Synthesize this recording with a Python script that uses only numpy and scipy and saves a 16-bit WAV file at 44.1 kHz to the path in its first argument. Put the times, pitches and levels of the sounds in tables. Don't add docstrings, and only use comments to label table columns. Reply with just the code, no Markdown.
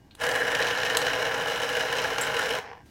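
import sys
import numpy as np
from scipy import signal
from scipy.fft import rfft, irfft
from scipy.io import wavfile
from scipy.ndimage import uniform_filter1d

SR = 44100
rng = np.random.default_rng(int(sys.argv[2]) if len(sys.argv) > 2 else 0)


def generate_wav(sig):
    pcm = np.round(np.clip(np.atleast_2d(sig).T, -1, 1) * 32767).astype(np.int16)
    wavfile.write(sys.argv[1], SR, pcm)


N = 127890
T = np.arange(N) / SR
JERK_HZ = 120
FULL_SPEED_S, OFF_S, SPIN_UP_S, CUT_S = 0.22, 2.59, 0.012, 0.005
COAST_HZ, SLOWING_HZ_PER_S = 115, 410

# gear blow in dB, tooth scrape in dB.
POLE_JERKS = [(-1.5, 3.5), (-3.5, 1.5), (-1.5, 3.5), (-4, -6), (0, 6), (-14, -1), (0.5, 0), (1, 3.5),
              (-6, -5.5), (-5, -2), (-1.5, 6.5), (-8.5, -4), (-3, 2.5), (-7.5, -3.5)]
# time in seconds, level in dB.
HOUSING_LEVEL = [(0.24, -29.5), (0.47, -31), (0.69, -29.5), (0.76, -33), (1.01, -29.5), (1.69, -32),
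                 (2.57, -31)]
JUG_LEVEL = [(.22, -33), (.4, -34.5), (.7, -34), (1.0, -35), (1.25, -33.5), (1.55, -33.5), (2.05, -35),
             (2.25, -31), (2.57, -33.5)]
NASAL_LEVEL = [(.22, -36), (.4, -30), (.7, -34), (1.0, -34), (1.3, -46), (1.9, -40), (2.57, -52)]
TEETH_LEVEL = [(.22, -33.5), (.3, -36), (.55, -34.5), (.8, -33), (.95, -35.5), (1.05, -34), (1.3, -36),
               (1.65, -34), (2.05, -35), (2.3, -34.5), (2.57, -35)]
PULP_LEVEL = [(.22, -42), (.3, -45), (.55, -48), (.8, -49.5), (1.3, -52.5), (1.65, -46.5), (2.0, -51),
              (2.15, -49), (2.35, -47.5), (2.43, -47), (2.57, -50)]
# frequency in Hz, relative level in dB per Hz.
HOUSING_COLOUR = [(40, -54), (80, -28), (150, -14), (200, -23), (275, -16.5), (345, -20), (415, -13.5),
                  (455, -2.5), (482, 1.5), (520, -4), (570, -12.5), (622, -4.5), (700, -12), (780, -8),
                  (900, -13), (1010, -8.5), (1150, -15.5), (1500, -13), (3000, -41)]
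JUG_COLOUR = [(600, -57), (1100, -15.5), (1280, -9.5), (1470, 2), (1720, 1.5), (1860, -4.5), (1990, -10),
              (2080, -3.5), (2300, -6), (2600, -24), (5000, -77)]
NASAL_COLOUR = [(800, -63), (1500, -15), (1620, -3), (1705, -5.5), (1800, -6.5), (1920, -16.5), (3500, -62)]
TEETH_COLOUR = [(1200, -41), (2300, -13.5), (2540, -2), (2680, -6.5), (2920, 3), (3150, -4.5),
                (3450, -11.5), (4050, -6.5), (4400, -17), (5000, -12.5), (5450, -10.5), (6600, -17),
                (8000, -29), (16000, -40)]
PULP_COLOUR = [(3000, -55), (6000, -5), (7400, -0.5), (8700, -2.5), (10500, -5), (11800, -5.5),
               (13500, -16), (16000, -10.5)]
# frequency in Hz, level in dB.
HUM_TONES = [(60, -58), (120, -55), (274.3, -58), (420, -52.5), (829, -47), (1011, -75)]
# start in seconds, clack in dB, ring of the jug in dB.
GEAR_KNOCKS = [(.238, -24, -24), (0.3143, -25, -38), (.353, -32, -27), (.551, -20.5, -25.5),
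               (0.625, -21, -32), (0.7752, -25, -40), (0.8326, -24, -36), (.864, -26, -38),
               (.9492, -24, -17), (1.0242, -26, -29), (1.067, -24, -24), (1.716, -39, -35),
               (2.1825, -18, -30), (2.427, -26.5, -34)]
# start in seconds, strength in dB.
PLASTIC_SNAPS = [(.151, -42.5), (.2008, -52), (.9706, -13)]
TINK_BOUNCES = [(2.2117, -27), (2.2185, -32)]
FINGER_TAPS = [(.1095, -49.5), (.127, -62), (.178, -68)]
# frequency in Hz, relative level in dB per Hz.
KNOCK_COLOUR = [(100, -24.5), (480, 0.5), (1000, -2), (1750, -3), (2200, -1.5), (3000, -3), (4500, -7),
                (7000, -13.5), (16000, -39.5)]
SNAP_COLOUR = [(200, -13), (900, -2), (1400, 0), (2200, -7), (3200, 5), (4200, 3.5), (5500, -9),
               (7700, 0.5), (10000, -3), (13000, -8.5), (16000, -14)]
TINK_COLOUR = [(3000, -45), (6500, -25), (7400, 2), (8600, 6), (9500, -10), (13000, -12), (16000, -16)]
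TAP_COLOUR = [(300, -15), (1500, -8), (2500, -5), (3350, 2), (4200, 3), (5200, -16), (9000, -31),
              (16000, -32)]
# frequency in Hz, relative level in dB, seconds to fall 60 dB.
TINK_MODES = [(7219, -7, .045), (7550, 0.5, 0.051), (7840, -8, 0.075), (8473, -10, .06), (9200, -16, .06),
              (10130, -13, 0.066), (11400, -14, 0.046), (12700, -10, .06), (14700, -16, .05)]
# time in seconds, level in dB.
COAST_LEVEL = [(2.55, -70), (2.59, -45), (2.63, -40.5), (2.71, -42), (2.77, -50.5), (2.82, -59),
               (2.88, -77)]
RUSTLE_LEVEL = [(2.83, -95), (2.86, -62), (2.9, -63.5)]
# frequency in Hz, relative level in dB per Hz.
COAST_COLOUR = [(88, -50), (150, -35), (330, -26), (480, -0.5), (570, -14.5), (790, -0.5), (1000, -3.5),
                (1320, -16.5), (1760, -6.5), (2050, -12.5), (2900, -20.5), (4000, -30.5), (5500, -26),
                (8000, -53), (15000, -59)]
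RUSTLE_COLOUR = [(200, -1), (1500, -2.5), (5000, -5), (9000, -11), (16000, -15.5)]
ROOM_TONE_COLOUR = [(20, -21), (30, -7), (45, -15), (65, -3.5), (110, -8), (200, -10), (300, -11),
                    (450, -23), (700, -23), (1200, -35), (3000, -38), (6000, -39), (10000, -47),
                    (16000, -52)]
# centre in Hz, width in Hz, level in dB.
WHINE_BANDS = [(1597, 20, -73), (2896, 35, -77), (13765, 60, -86)]
# frequency in Hz, seconds to fall 60 dB.
ROOM_DECAY = [(100, 0.29), (1000, 0.23), (4000, 0.3), (15000, 0.23)]


def motor():
    blow_db, scrape_db = np.transpose(POLE_JERKS)
    wobble = 2 * rng.random((int(N / SR * JERK_HZ), 2)) - 1
    thumps = chatter(.5 * blow_db, wobble, repeat=.22, per_s=12000, rise_s=.00026, decay_s=.0062,
                     lag_s=.00083, rub=.42, uneven_db=2.5, loose_s=.0008)
    clacks = chatter(blow_db, wobble, repeat=.25, per_s=12000, rise_s=.0011, decay_s=.0042,
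                     lag_s=.0013, rub=.55, uneven_db=6.5, loose_s=.00086)
    scrapes = chatter(scrape_db, wobble, repeat=.023, per_s=7000, rise_s=.0004, decay_s=.0071,
                      lag_s=-.00069, rub=.3, uneven_db=6.5, loose_s=.0021)
    crackle = chatter(scrape_db, wobble, repeat=.02, per_s=3100, rise_s=.0012, decay_s=.003,
                      lag_s=-.00032, rub=.34, uneven_db=9, loose_s=.0016)
    parts = [(thumps, HOUSING_COLOUR, HOUSING_LEVEL),
             (clacks, JUG_COLOUR, JUG_LEVEL),
             (clacks, NASAL_COLOUR, NASAL_LEVEL),
             (scrapes, TEETH_COLOUR, TEETH_LEVEL),
             (crackle, PULP_COLOUR, PULP_LEVEL)]
    grind = sum(unit(ring(force, colour)) * level(curve) for force, colour, curve in parts)
    hum = sum(amp(db) * np.sqrt(2) * np.sin(2 * np.pi * (hz * T + rng.random())) for hz, db in HUM_TONES)
    running = np.exp(np.minimum(T - FULL_SPEED_S, 0) / SPIN_UP_S - np.maximum(T - OFF_S, 0) / CUT_S)
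    return running * (grind + hum)


def chatter(pattern_db, wobble, repeat, per_s, rise_s, decay_s, lag_s, rub, uneven_db, loose_s):
    poles = len(pattern_db)
    jerk = np.arange(len(wobble))
    start_s = jerk / JERK_HZ + lag_s + loose_s * wobble[:, 1]
    strength = amp(pattern_db[jerk % poles] + uneven_db * wobble[:, 0])
    jerks = np.bincount(np.clip(start_s * SR, 0, N - 1).astype(int), strength, N)
    burst = (1 - np.exp(-T / rise_s)) * np.exp(-T / decay_s)
    force = rub + signal.fftconvolve(jerks, burst / burst.max())[:N]
    turn_samples = round(poles * SR / JERK_HZ)
    turn_noise = irfft(np.exp(2j * np.pi * rng.random(turn_samples // 2 + 1)), turn_samples)
    repeating = np.sqrt(repeat) * unit(np.resize(turn_noise, N))
    fresh = np.sqrt(1 - repeat) * grains(per_s, spread_db=2)
    return unit(force * (repeating + fresh))


def coast():
    speed_hz = np.maximum(COAST_HZ - SLOWING_HZ_PER_S * np.maximum(T - OFF_S, 0), 0)
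    turns = np.cumsum(speed_hz) / SR
    ticks = (0.6 + np.exp(-(turns % 1) / 0.23)) * grains(per_s=2400, spread_db=6)
    return ring(unit(ticks), COAST_COLOUR) * level(COAST_LEVEL)


def knocks():
    start_s, clack_db, ring_db = np.transpose(GEAR_KNOCKS)
    clack = hits(zip(start_s, clack_db), KNOCK_COLOUR, decay_s=.0032, buzz=.1, buzz_s=.008)
    jug = hits(zip(start_s, ring_db), NASAL_COLOUR, decay_s=.0032, buzz=.02, buzz_s=.008)
    return clack + jug


def snaps():
    return hits(PLASTIC_SNAPS, SNAP_COLOUR, decay_s=.0022, buzz=.12, buzz_s=.012, crack=2.2)


def tinks():
    ringing = np.zeros(N)
    for start_s, db in TINK_BOUNCES:
        t = np.maximum(T - start_s, 0)
        for hz, mode_db, t60 in TINK_MODES:
            ringing += amp(db + mode_db - 60 * t / t60) * np.sin(2 * np.pi * hz * t)
    return ringing + amp(-3) * hits(TINK_BOUNCES, TINK_COLOUR, decay_s=.003, buzz=.37, buzz_s=.016)


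def taps():
    return hits(FINGER_TAPS, TAP_COLOUR, decay_s=.0071, buzz=.11, buzz_s=.015)


def rustle():
    return ring(rng.standard_normal(N), RUSTLE_COLOUR) * level(RUSTLE_LEVEL)


def reflections(x, wet_db):
    size = SR // 2
    arrivals = rng.choice([-1., 1.], size) * (rng.random(size) < 3000 / SR) * (T[:size] > .003)
    hz, t, bands = signal.stft(arrivals, SR, nperseg=256)
    decay = amp(-60 * t / at_hz(ROOM_DECAY, hz)[:, None])
    tail = signal.istft(bands * decay, SR, nperseg=256)[1]
    echo = amp(wet_db) * tail / np.linalg.norm(tail)
    echo[0] += 1
    response = rfft(echo, SR)
    response /= np.sqrt(uniform_filter1d(abs(response) ** 2, size=45))
    return signal.fftconvolve(x, irfft(response, SR)[:size])[:N]


def room_tone():
    hz = np.fft.rfftfreq(N, 1 / SR)
    whine = np.zeros(N)
    for centre_hz, width_hz, db in WHINE_BANDS:
        peak = 1 / (1 + (2 * (hz - centre_hz) / width_hz) ** 2)
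        whine += amp(db) * unit(irfft(rfft(rng.standard_normal(N)) * peak, N))
    return amp(-55.5) * ring(rng.standard_normal(N), ROOM_TONE_COLOUR) + whine


def hits(rows, colour, decay_s, buzz, buzz_s, crack=0):
    force = np.zeros(N)
    for start_s, db in rows:
        start = round(start_s * SR)
        t = T[:N - start]
        burst = (np.exp(-t / decay_s) + buzz * np.exp(-t / buzz_s)) * rng.choice([-1., 1.], len(t))
        burst[0] = crack
        force[start:] += amp(db) * burst
    return ring(force, colour)


def grains(per_s, spread_db):
    size = amp(spread_db * np.clip(rng.standard_normal(N), -2, 2))
    return unit(size * rng.choice([-1., 1.], N) * (rng.random(N) < per_s / SR))


def ring(x, colour):
    hz = abs(np.fft.fftfreq(8192, 1 / SR))
    log_gain = np.log(amp(at_hz(colour, hz)))
    response = np.exp(np.conj(signal.hilbert(log_gain)))
    body = np.fft.ifft(response).real[:4096]
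    return signal.oaconvolve(x, body / np.linalg.norm(body))[:N]


def at_hz(table, hz):
    table_hz, value = np.transpose(table)
    return np.interp(np.log(hz + 1), np.log(table_hz + 1), value)


def level(curve):
    return amp(np.interp(T, *np.transpose(curve)))


def amp(db):
    return 10 ** (np.asarray(db) / 20)


def unit(x):
    return x / np.sqrt(np.mean(x ** 2) + 1e-20)


def scene():
    impacts = knocks() + snaps() + taps() + tinks()
    juicer = motor() + coast() + impacts
    return (reflections(juicer, wet_db=-8.5) + rustle() + room_tone())[None]


def record(dry):
    lowpass = signal.firwin(511, 16000, window=("kaiser", 9), fs=SR)
    return signal.oaconvolve(dry, lowpass[None], "same")


dry = scene()
out = record(dry)
generate_wav(out)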